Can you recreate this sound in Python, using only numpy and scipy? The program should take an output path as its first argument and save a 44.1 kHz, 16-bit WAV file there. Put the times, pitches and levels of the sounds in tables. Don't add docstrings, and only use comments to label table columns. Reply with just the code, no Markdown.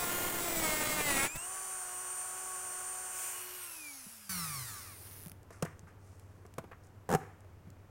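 import sys
import numpy as np
from scipy import signal
from scipy.fft import rfft, irfft, next_fast_len
from scipy.io import wavfile
from scipy.ndimage import uniform_filter1d

SR = 44100
rng = np.random.default_rng(int(sys.argv[2]) if len(sys.argv) > 2 else 0)


def log_audio(samples):
    frames = np.atleast_2d(samples).T
    limited = np.clip(frames, -1, 1)
    pcm = np.round(limited * 32767).astype(np.int16)
    wavfile.write(sys.argv[1], SR, pcm)


N = 348390

IDLE_HZ, LABOUR_HZ = 370, 272
OFF_S, BENCH_S = 3.605, 4.293


def amp(db):
    return 10 ** (np.asarray(db) / 20)


def unit(x):
    return x / np.sqrt(np.mean(x ** 2) + 1e-20)


def clock():
    return np.arange(N) / SR


def along(points, hz):
    f, v = np.transpose(points)
    return np.interp(np.log(hz + 1), np.log(f + 1), v)


def after(s, rise):
    return .5 + .5 * np.tanh((clock() - s) / rise)


def swell(s, half_length):
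    return np.exp(-((clock() - s) / half_length) ** 2)


def wobble(rate):
    knots = rng.standard_normal(int(N * rate / SR) + 2)
    return np.interp(clock() * rate, np.arange(len(knots)), knots)


def filtered(x, response):
    m = next_fast_len(N + 8192, real=True)
    return irfft(rfft(x, m) * response(np.fft.rfftfreq(m, 1 / SR)), m)[:N]


def coloured(x, spectrum):
    return unit(filtered(x, lambda hz: amp(along(spectrum, hz))))


def noise(spectrum, size=1):
    return coloured(size * rng.standard_normal(N), spectrum)


def steady(x):
    return x / np.sqrt(np.abs(uniform_filter1d(x ** 2, SR // 10)) + 1e-6)


def add(track, s, sound):
    part = track[round(s * SR):][:len(sound)]
    part += sound[:len(part)]


def workshop():
    # frequency in Hz, level in dB.
    hum_tones = [(80.7, -65), (96.9, -58.5)]
    # frequency in Hz, relative level in dB.
    rush_spectrum = [(20, -6), (40, -4), (65, -5), (100, 2.5), (160, -6), (250, -9.5), (400, -10),
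                     (600, -14), (1300, -19.5), (2300, -27), (4000, -36.5), (6300, -35.5), (10000, -39),
                     (15500, -39)]
    hum = np.zeros(N)
    for hz, db in hum_tones:
        level = np.sqrt(2) * amp(db + 0.95 * wobble(6.6))
        hum += level * np.sin(2 * np.pi * hz * clock() + 0.49 * wobble(7.1))
    rush = amp(-58.5) * noise(rush_spectrum)
    return (hum + rush) * amp(-17 * (1 - after(BENCH_S, 0.011)))


def room(x):
    # frequency in Hz, time to fall by 60 dB in seconds.
    decay = [(150, 0.49), (1500, 0.54), (12000, 0.46)]
    hz, t, z = signal.stft(rng.standard_normal(SR // 2), SR, nperseg=256)
    fading = z * amp(-60 * t / along(decay, hz)[:, None])
    tail = signal.istft(fading, SR, nperseg=256)[1]
    delayed = np.pad(tail, (SR // 200, 0))
    return signal.fftconvolve(x, delayed / np.linalg.norm(tail))[:N]


def rustles():
    # start in seconds, 60 dB decay in seconds, rustle in dB, hiss in dB.
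    soft_rustles = [(5.502, 0.47, -56, -60.5), (5.64, .3, -48, -70), (5.865, 0.22, -54.5, -68),
                    (5.97, 1.7, -82, -67.5), (6.712, 0.13, -46.5, -78), (6.83, .2, -72, -64.5),
                    (7.19, 0.5, -50, -71)]
    rise_share = 0.037
    rustle_hz, hiss_hz = 1370, 6900
    out = np.zeros(N)
    t = np.arange(SR) / SR
    hz = np.fft.rfftfreq(len(t), 1 / SR)
    for s, t60, rustle_db, hiss_db in soft_rustles:
        onset = 1 - np.exp(-(t / (rise_share * t60)) ** 2)
        envelope = onset * amp(-60 * t / t60)
        for db, centre_hz in (rustle_db, rustle_hz), (hiss_db, hiss_hz):
            grains = rng.standard_normal(len(t)) * amp(2.6 * wobble(400)[:len(t)])
            band = 1 / (1 + (np.log2((hz + 1) / centre_hz) / 0.68) ** 4)
            add(out, s, amp(db) * unit(irfft(rfft(grains) * band, len(t))) * envelope)
    return out


def handling():
    # start in seconds, base level in dB, crack against that level in dB.
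    frame_knocks = [(5.505, -37, -17), (5.624, -22, -8.5), (5.65, -31, -10), (6.451, -42, -25),
                    (6.582, -23.5, -17), (6.64, -39.5, -26), (6.715, -39.5, -28), (7.445, -48, -24)]
    # nominal frequency in Hz, relative level in dB, 60 dB decay in seconds.
    frame_modes = [(363, -12.5, 0.063), (480, 7, 0.027), (745, -1, 0.059), (995, -9, 0.022),
                   (1390, -19, 0.01), (1730, -7.5, 0.027)]
    # start in seconds, base level in dB.
    soft_bumps = [(4.064, -49.5), (5.262, -43), (5.314, -54), (5.629, -29.5), (5.831, -48), (7.672, -47)]
    # start in seconds, base level in dB.
    hard_ticks = [(5.4311, -50), (5.7935, -42), (6.1964, -44.5), (6.4647, -48), (6.5395, -41.5),
                  (6.8698, -52), (7.4063, -52), (7.703, -44.5)]
    t = np.arange(SR // 4) / SR
    soft = 1 - np.exp(-t / 0.00099)

    def fade(t60):
        return amp(-60 * t / t60)

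    def burst(t60):
        return fade(t60) * rng.standard_normal(len(t))

    def thump(hz, t60):
        tone = np.sin(2 * np.pi * hz * rng.uniform(0.803, 1.2) * t)
        return tone * fade(t60) * (1 - np.exp(-t / 0.0018))

    def frame_ring():
        ring = np.zeros(len(t))
        for hz, level_db, t60 in frame_modes:
            level = amp(level_db + rng.normal(0, 0.53)) * rng.choice([-1, 1])
            ring += level * np.sin(2 * np.pi * hz * rng.uniform(0.832, 1.08) * t) * fade(t60)
        return ring

    # start in seconds, then base level, thump, ring and crack in dB
    strikes = [(s, db, -14.5, -10, crack_db) for s, db, crack_db in frame_knocks]
    tug_s, slip_s, slip_count = 7.09, .0116, 6
    for k in range(slip_count):
        strikes.append((tug_s + k * slip_s, -25.5 + k * 2.0, -6, -6.5, -14.5))

    body, clack, crack = np.zeros((3, N))
    for s, db, thump_db, ring_db, crack_db in strikes:
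        add(body, s, amp(db + ring_db) * frame_ring() * soft + amp(db + thump_db) * thump(190.5, 0.073))
        add(clack, s, amp(db + 2.5) * burst(0.046) * soft)
        add(crack, s, amp(db + crack_db + 8.5) * burst(0.024) * soft)
    for s, db in soft_bumps:
        add(body, s, amp(db + 6.5) * thump(174, 0.067))
        add(clack, s, amp(db) * burst(0.066) * soft)
    for s, db in hard_ticks:
        add(crack, s, amp(db + 1) * burst(0.01))
    # (Hz, gain in dB)
    dull = [(60, -11), (300, 3.0), (1400, -1.5), (2500, -14), (5000, -27.5)]
    sharp = [(500, -14), (2500, -9), (4300, -11.5), (6300, -1.5), (9500, -5), (12500, -9.5), (15500, -15)]
    clack = filtered(clack, lambda hz: amp(along(dull, hz)))
    crack = filtered(crack, lambda hz: amp(along(sharp, hz)))
    return body + clack + crack


def shaft_speed():
    # time in seconds, speed in turns a second.
    cut_speed = [(0.0, 355.6), (0.08, 347.1), (0.094, 352.4), (0.324, 355.1), (0.534, 338.4),
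                 (0.692, 307.6), (0.954, 305.6), (1.064, 292.7), (1.124, 276.6), (1.192, 271.1),
                 (1.244, 275.9), (1.27, 289.4)]
    # time in seconds, speed in turns a second.
    free_speed = [(1.29, 297.6), (1.45, 362.8), (1.53, 379.0), (1.69, 376.0), (1.89, 364.8), (2.47, 372.7),
                  (2.72, 366.8), (2.93, 370.8), (3.3, 369.5), (3.34, 363.9), (3.6, 364.5)]
    friction_hz_per_s, drag_per_s = 153.5, .34
    s, hz = np.transpose(np.vstack([cut_speed, free_speed]))
    driven = np.interp(clock(), s, hz)
    offset = friction_hz_per_s / drag_per_s
    coasting = np.exp(-drag_per_s * np.maximum(clock() - OFF_S, 0))
    return np.maximum((driven + offset) * coasting - offset, 0)


def revolving(turns, strengths, wear, wear_rate):
    def profile():
        phases = np.exp(2j * np.pi * rng.random(len(strengths)))
        shape = unit(irfft(np.r_[0, strengths * phases], 4096))
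        return np.interp(turns % 1, np.linspace(0, 1, len(shape) + 1), np.r_[shape, shape[0]])
    return profile() + wear * sum(profile() * wobble(wear_rate) for _ in range(2))


def orders(count):
    return np.arange(1, count + 1)


def many_modes(x, spacing_hz, depth_db):
    ripple = rng.standard_normal(512)

    def response(hz):
        resonances = np.interp(hz / spacing_hz, np.arange(len(ripple)), ripple)
        return amp(depth_db * resonances * np.clip(hz / 4000, 0, 1))
    return filtered(x, response)


def slowing(speed, db, knee_hz, power):
    return amp(db) / np.sqrt(1 + (knee_hz / (speed + 1)) ** (2 * power))


def on_bench(turns, speed):
    # frequency in Hz, relative level in dB.
    buzz_spectrum = [(400, -27), (900, -17), (1160, 15.5), (1400, 6), (1700, 4), (2200, 7.5), (3300, -3.5),
                     (4150, 7), (4700, 1), (5300, 7.5), (8000, 4), (12000, 3), (16000, -12)]
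    rasp_spectrum = [(25, -9), (150, -4), (400, -24), (700, -4.5), (1250, 0), (2200, -3), (3300, -8.5),
                     (5000, -2), (7600, -5), (9200, 7), (10400, 2), (11500, 0), (13000, 1), (16000, 0)]
    click_spectrum = [(1500, -4), (4000, -7), (6000, -4), (8000, -13), (10000, 6), (11500, -1.5),
                      (13000, 3), (16000, -3.5)]
    stop_s = 5.33
    k = orders(count=104)
    from_bar = np.abs((k + 4) % 8 - 4)
    lines = [k == 32, from_bar == 0, k == 12, from_bar == 1]
    strengths = amp(np.select(lines, [3, 0, -2.5, -8], -15))
    strengths = strengths * amp(-.22 * np.maximum(k - 66, 0))
    rotor = revolving(turns, strengths, wear=.55, wear_rate=16)
    rotor = many_modes(rotor, spacing_hz=300, depth_db=1.5)

    ringing = 1 - after(4.98, .07)
    buzz = slowing(speed, db=-41, knee_hz=169, power=2.28) * ringing * steady(coloured(rotor, buzz_spectrum))
    mode_hz, half_width_hz, boost_db = 1125, 60, 4.5
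    buzz = filtered(buzz, lambda hz: amp(boost_db / (1 + ((hz - mode_hz) / half_width_hz) ** 2)))

    bars = np.cos(2 * np.pi * 8 * turns)
    rasp_level = slowing(speed, db=-37.5, knee_hz=186, power=2.5) + amp(-57.5) * np.clip(speed / 18, 0, 1)
    rasp = rasp_level * noise(rasp_spectrum, amp(1.8 * ringing * bars + 1.3 * wobble(700)))

    since_bar = ((8 * (turns - turns[-1]) + .52) % 1) / (8 * speed + 1)
    clicks = steady(noise(click_spectrum, np.exp(-since_bar / .001) * amp(1.3 * wobble(150))))
    clicks = amp(-53.5) * clicks * (1 - ringing) * (1 - after(stop_s, .02))

    drone_level = slowing(speed, db=-44.5, knee_hz=132, power=6.9) * amp(1.8 * wobble(30))
    drone = drone_level * np.sin(2 * np.pi * turns)
    return (drone + buzz + rasp + clicks) * after(BENCH_S, 0.0011)


def hollowed(x, depth):
    # time in seconds, centre in Hz.
    glide = [(3.45, 12800), (3.8, 10500), (4.0, 10100), (4.27, 8800)]
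    hz, t, z = signal.stft(x, SR, nperseg=256)
    centre = np.interp(t, *np.transpose(glide))
    peak = np.exp(-((hz[:, None] - centre) / 1000) ** 2) - .35
    gain = amp(2.5 * peak * np.interp(t, clock(), depth))
    return signal.istft(z * gain, SR, nperseg=256)[1][:N]


def patchy(x, depth):
    hz, t, z = signal.stft(x, SR, nperseg=256)
    across_hz = uniform_filter1d(rng.standard_normal(z.shape), size=5, axis=0)
    field = unit(uniform_filter1d(across_hz, size=50, axis=1))
    gain = amp(1.5 * field * np.interp(t, clock(), depth))
    return signal.istft(z * gain, SR, nperseg=256)[1][:N]


def motor(turns, speed):
    # multiple of the shaft speed, level in dB,
    # change when turned away in dB, power of the speed.
    motor_tones = [(1, -63, 1, 1.9), (2, -57.5, -32, 5.8), (3, -55.5, -13, 3.7), (4, -62.5, -8, 4),
                   (12, -71.5, 1.5, 3), (16, -64, -1.5, 2.1), (24, -44, -13.5, 1.9)]
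    # frequency in Hz, level in dB.
    housing = [(1600, -73), (2030, -71), (2200, -56), (2360, -46), (2540, -50), (2720, -52), (2890, -57),
               (2940, -69.5)]
    # frequency in Hz, relative level in dB.
    vent_spectrum = [(25, -8.5), (70, -13.5), (300, -13.5), (550, -5), (900, -1.5), (1550, 0.5),
                     (2300, -11.5), (2900, -12.5), (3500, -23), (4500, -33), (8000, -40)]
    fan_spectrum = [(2500, -28), (4300, -26), (5200, -14), (6000, -4), (7400, 1.5), (9000, 1),
                    (10000, -3.5), (11500, -20), (16000, -29)]
    brush_spectrum = [(1200, -15.5), (2500, 0.5), (3100, -3), (4000, -10.5), (5500, -4.5), (8000, -5.5),
                      (10700, -1), (12800, 0.5), (14000, -2), (16000, -2.5)]
    turned_spectrum = [(1200, -20), (2500, -3.5), (4000, -9.5), (5500, -2), (8000, -4), (9500, -0.5),
                       (10500, 2), (11800, -3), (14000, -5), (16000, -6)]
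    pace = np.clip(speed / IDLE_HZ, .1, 2)
    lifted = after(3.146, rise=0.032)
    away = after(3.43, rise=0.1)
    surge = np.sin(2 * np.pi * 120 * clock()) * (1 - after(OFF_S, .02))
    angle = 2 * np.pi * turns + 0.0051 * surge + .008 * wobble(60)

    def tone(order, db):
        waver_db = 1.5 + 3 * away
        level = np.sqrt(2) * amp(db + 1.2 * wobble(25) + waver_db * wobble(11))
        return level * np.sin(order * angle + 2 * np.pi * rng.random())

    tones = sum(pace ** power * tone(round(k), db + away_db * away) for k, db, away_db, power in motor_tones)
    housing_db = along(housing, 8 * speed)
    commutator = amp(-6.5 * after(OFF_S, 0.088)) * tone(order=8, db=housing_db)
    vent = amp(-52.5 - 5.2 * away) * pace ** 1.66 * noise(vent_spectrum)
    fan = amp(-46.5 + 3.5 * lifted - 23 * away) * pace ** 3 * noise(fan_spectrum)
    turned = after(3.7, .12)
    sparks = amp(1.2 * wobble(500))
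    brushes = np.sqrt(1 - turned) * noise(brush_spectrum, sparks)
    brushes = brushes + np.sqrt(turned) * noise(turned_spectrum, sparks)
    brushes = amp(-51 + 6.1 * lifted) * pace ** 1.67 * patchy(hollowed(brushes, away), lifted)
    return (tones + commutator + vent + fan + brushes) * after(1.26, 0.013) * (1 - after(4.55, 0.081))


def cutting(turns, speed):
    # time in seconds, half length in seconds, change in dB.
    leans = [(0.34, .045, -2), (0.627, 0.11, 1.1), (0.93, .09, -1), (1.193, 0.023, 1.5)]
    # frequency in Hz, relative level in dB.
    rumble_spectrum = [(15, 5.5), (45, -6), (90, -1), (350, -1), (600, -2), (1200, -5), (2400, -13.5),
                       (3500, -14), (6000, -55)]
    low_spectrum = [(200, -3), (330, 0), (650, 2), (950, -3.5), (1250, 2.5), (1600, -3), (2300, -21),
                    (3200, -22), (4500, -25), (7000, -30)]
    bite_spectrum = [(1300, -36), (1650, -11), (1850, 0), (2200, -1), (2500, -2.5), (3000, -19),
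                     (4000, -27.5)]
    scrape_spectrum = [(2000, -4.5), (3200, -6), (4500, -7.5), (6200, -6), (7800, -4), (8700, -8.5),
                       (9700, 0.5), (10800, -11), (13000, -16), (16000, -30)]
    scrape_tone_spectrum = [(2000, -21), (3200, -11), (4500, -13), (6200, -9), (7800, -0.5), (8700, -6),
                            (9700, 2), (10800, -14), (13000, -24), (16000, -30)]
    sizzle_spectrum = [(9000, -24), (11500, -11), (13200, -4), (14200, 4), (15100, 8), (16000, -3)]
    squeal_spectrum = [(8000, -39), (9200, 4), (9700, 1), (10300, -15), (11000, -35)]
    release_s, graze_s = 1.274, 1.362
    load = np.clip((IDLE_HZ - speed) / (IDLE_HZ - LABOUR_HZ), 0, 1)
    lean_db = sum(db * swell(s, half_length) for s, half_length, db in leans)

    def layer(no_load_db, load_gain_db):
        return amp(no_load_db + load_gain_db * load + lean_db)

    contact = 1 - after(release_s, 0.0099) + 0.62 * swell(graze_s, 0.0099)
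    singing = np.clip((335 - speed) / 23, 0, 1)
    chattering = turns + .002 * wobble(300)
    edge = revolving(chattering, np.ones(len(orders(count=58))), wear=.7, wear_rate=14)
    edge = many_modes(edge, spacing_hz=220, depth_db=2.8)
    chips = amp(2.1 * np.cos(2 * np.pi * turns) + 2.2 * wobble(900) + 1.4 * wobble(69.8))

    low_tones = steady(coloured(edge * amp(3.2 * wobble(60.5)), low_spectrum))
    seat = amp(-1.7) * noise(rumble_spectrum, chips) + amp(-4.0) * low_tones
    seat = layer(-41, 3.3) * seat

    bite_tone = amp(-13.0 + 11.5 * singing) * steady(coloured(edge, bite_spectrum))
    bite = layer(-45, 7.3) * (bite_tone + amp(-10.5) * noise(bite_spectrum, chips))

    scrape_tone = steady(coloured(edge * amp(0.95 * wobble(150)), scrape_tone_spectrum))
    scrape = layer(-40.5, 3.6) * amp(-4.0) * (scrape_tone + noise(scrape_spectrum, chips))

    sizzle_tone = amp(-0.5) * steady(coloured(edge, sizzle_spectrum))
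    sizzle = layer(-40.5, -6) * (sizzle_tone + amp(-5.0) * noise(sizzle_spectrum, chips))

    squeal = amp(-42.5) * np.clip((296 - speed) / 15, 0, 1) * noise(squeal_spectrum, chips)
    jolt = amp(-43.5) * swell(graze_s, 0.016) * noise([(20, -5), (110, -8), (300, -31), (1000, -82)])
    return contact * (seat + bite + scrape + sizzle + squeal) + jolt


def scene():
    speed = shaft_speed()
    turns = np.cumsum(uniform_filter1d(speed, SR // 40)) / SR
    direct = rustles() + handling() + on_bench(turns, speed) + cutting(turns, speed)
    mono = workshop() + amp(-17.5) * room(direct) + motor(turns, speed) + direct
    return np.tile(mono, (2, 1))


def record(dry):
    return np.array([filtered(channel, lambda hz: hz < 15830) for channel in dry])


dry = scene()
out = record(dry)
log_audio(out)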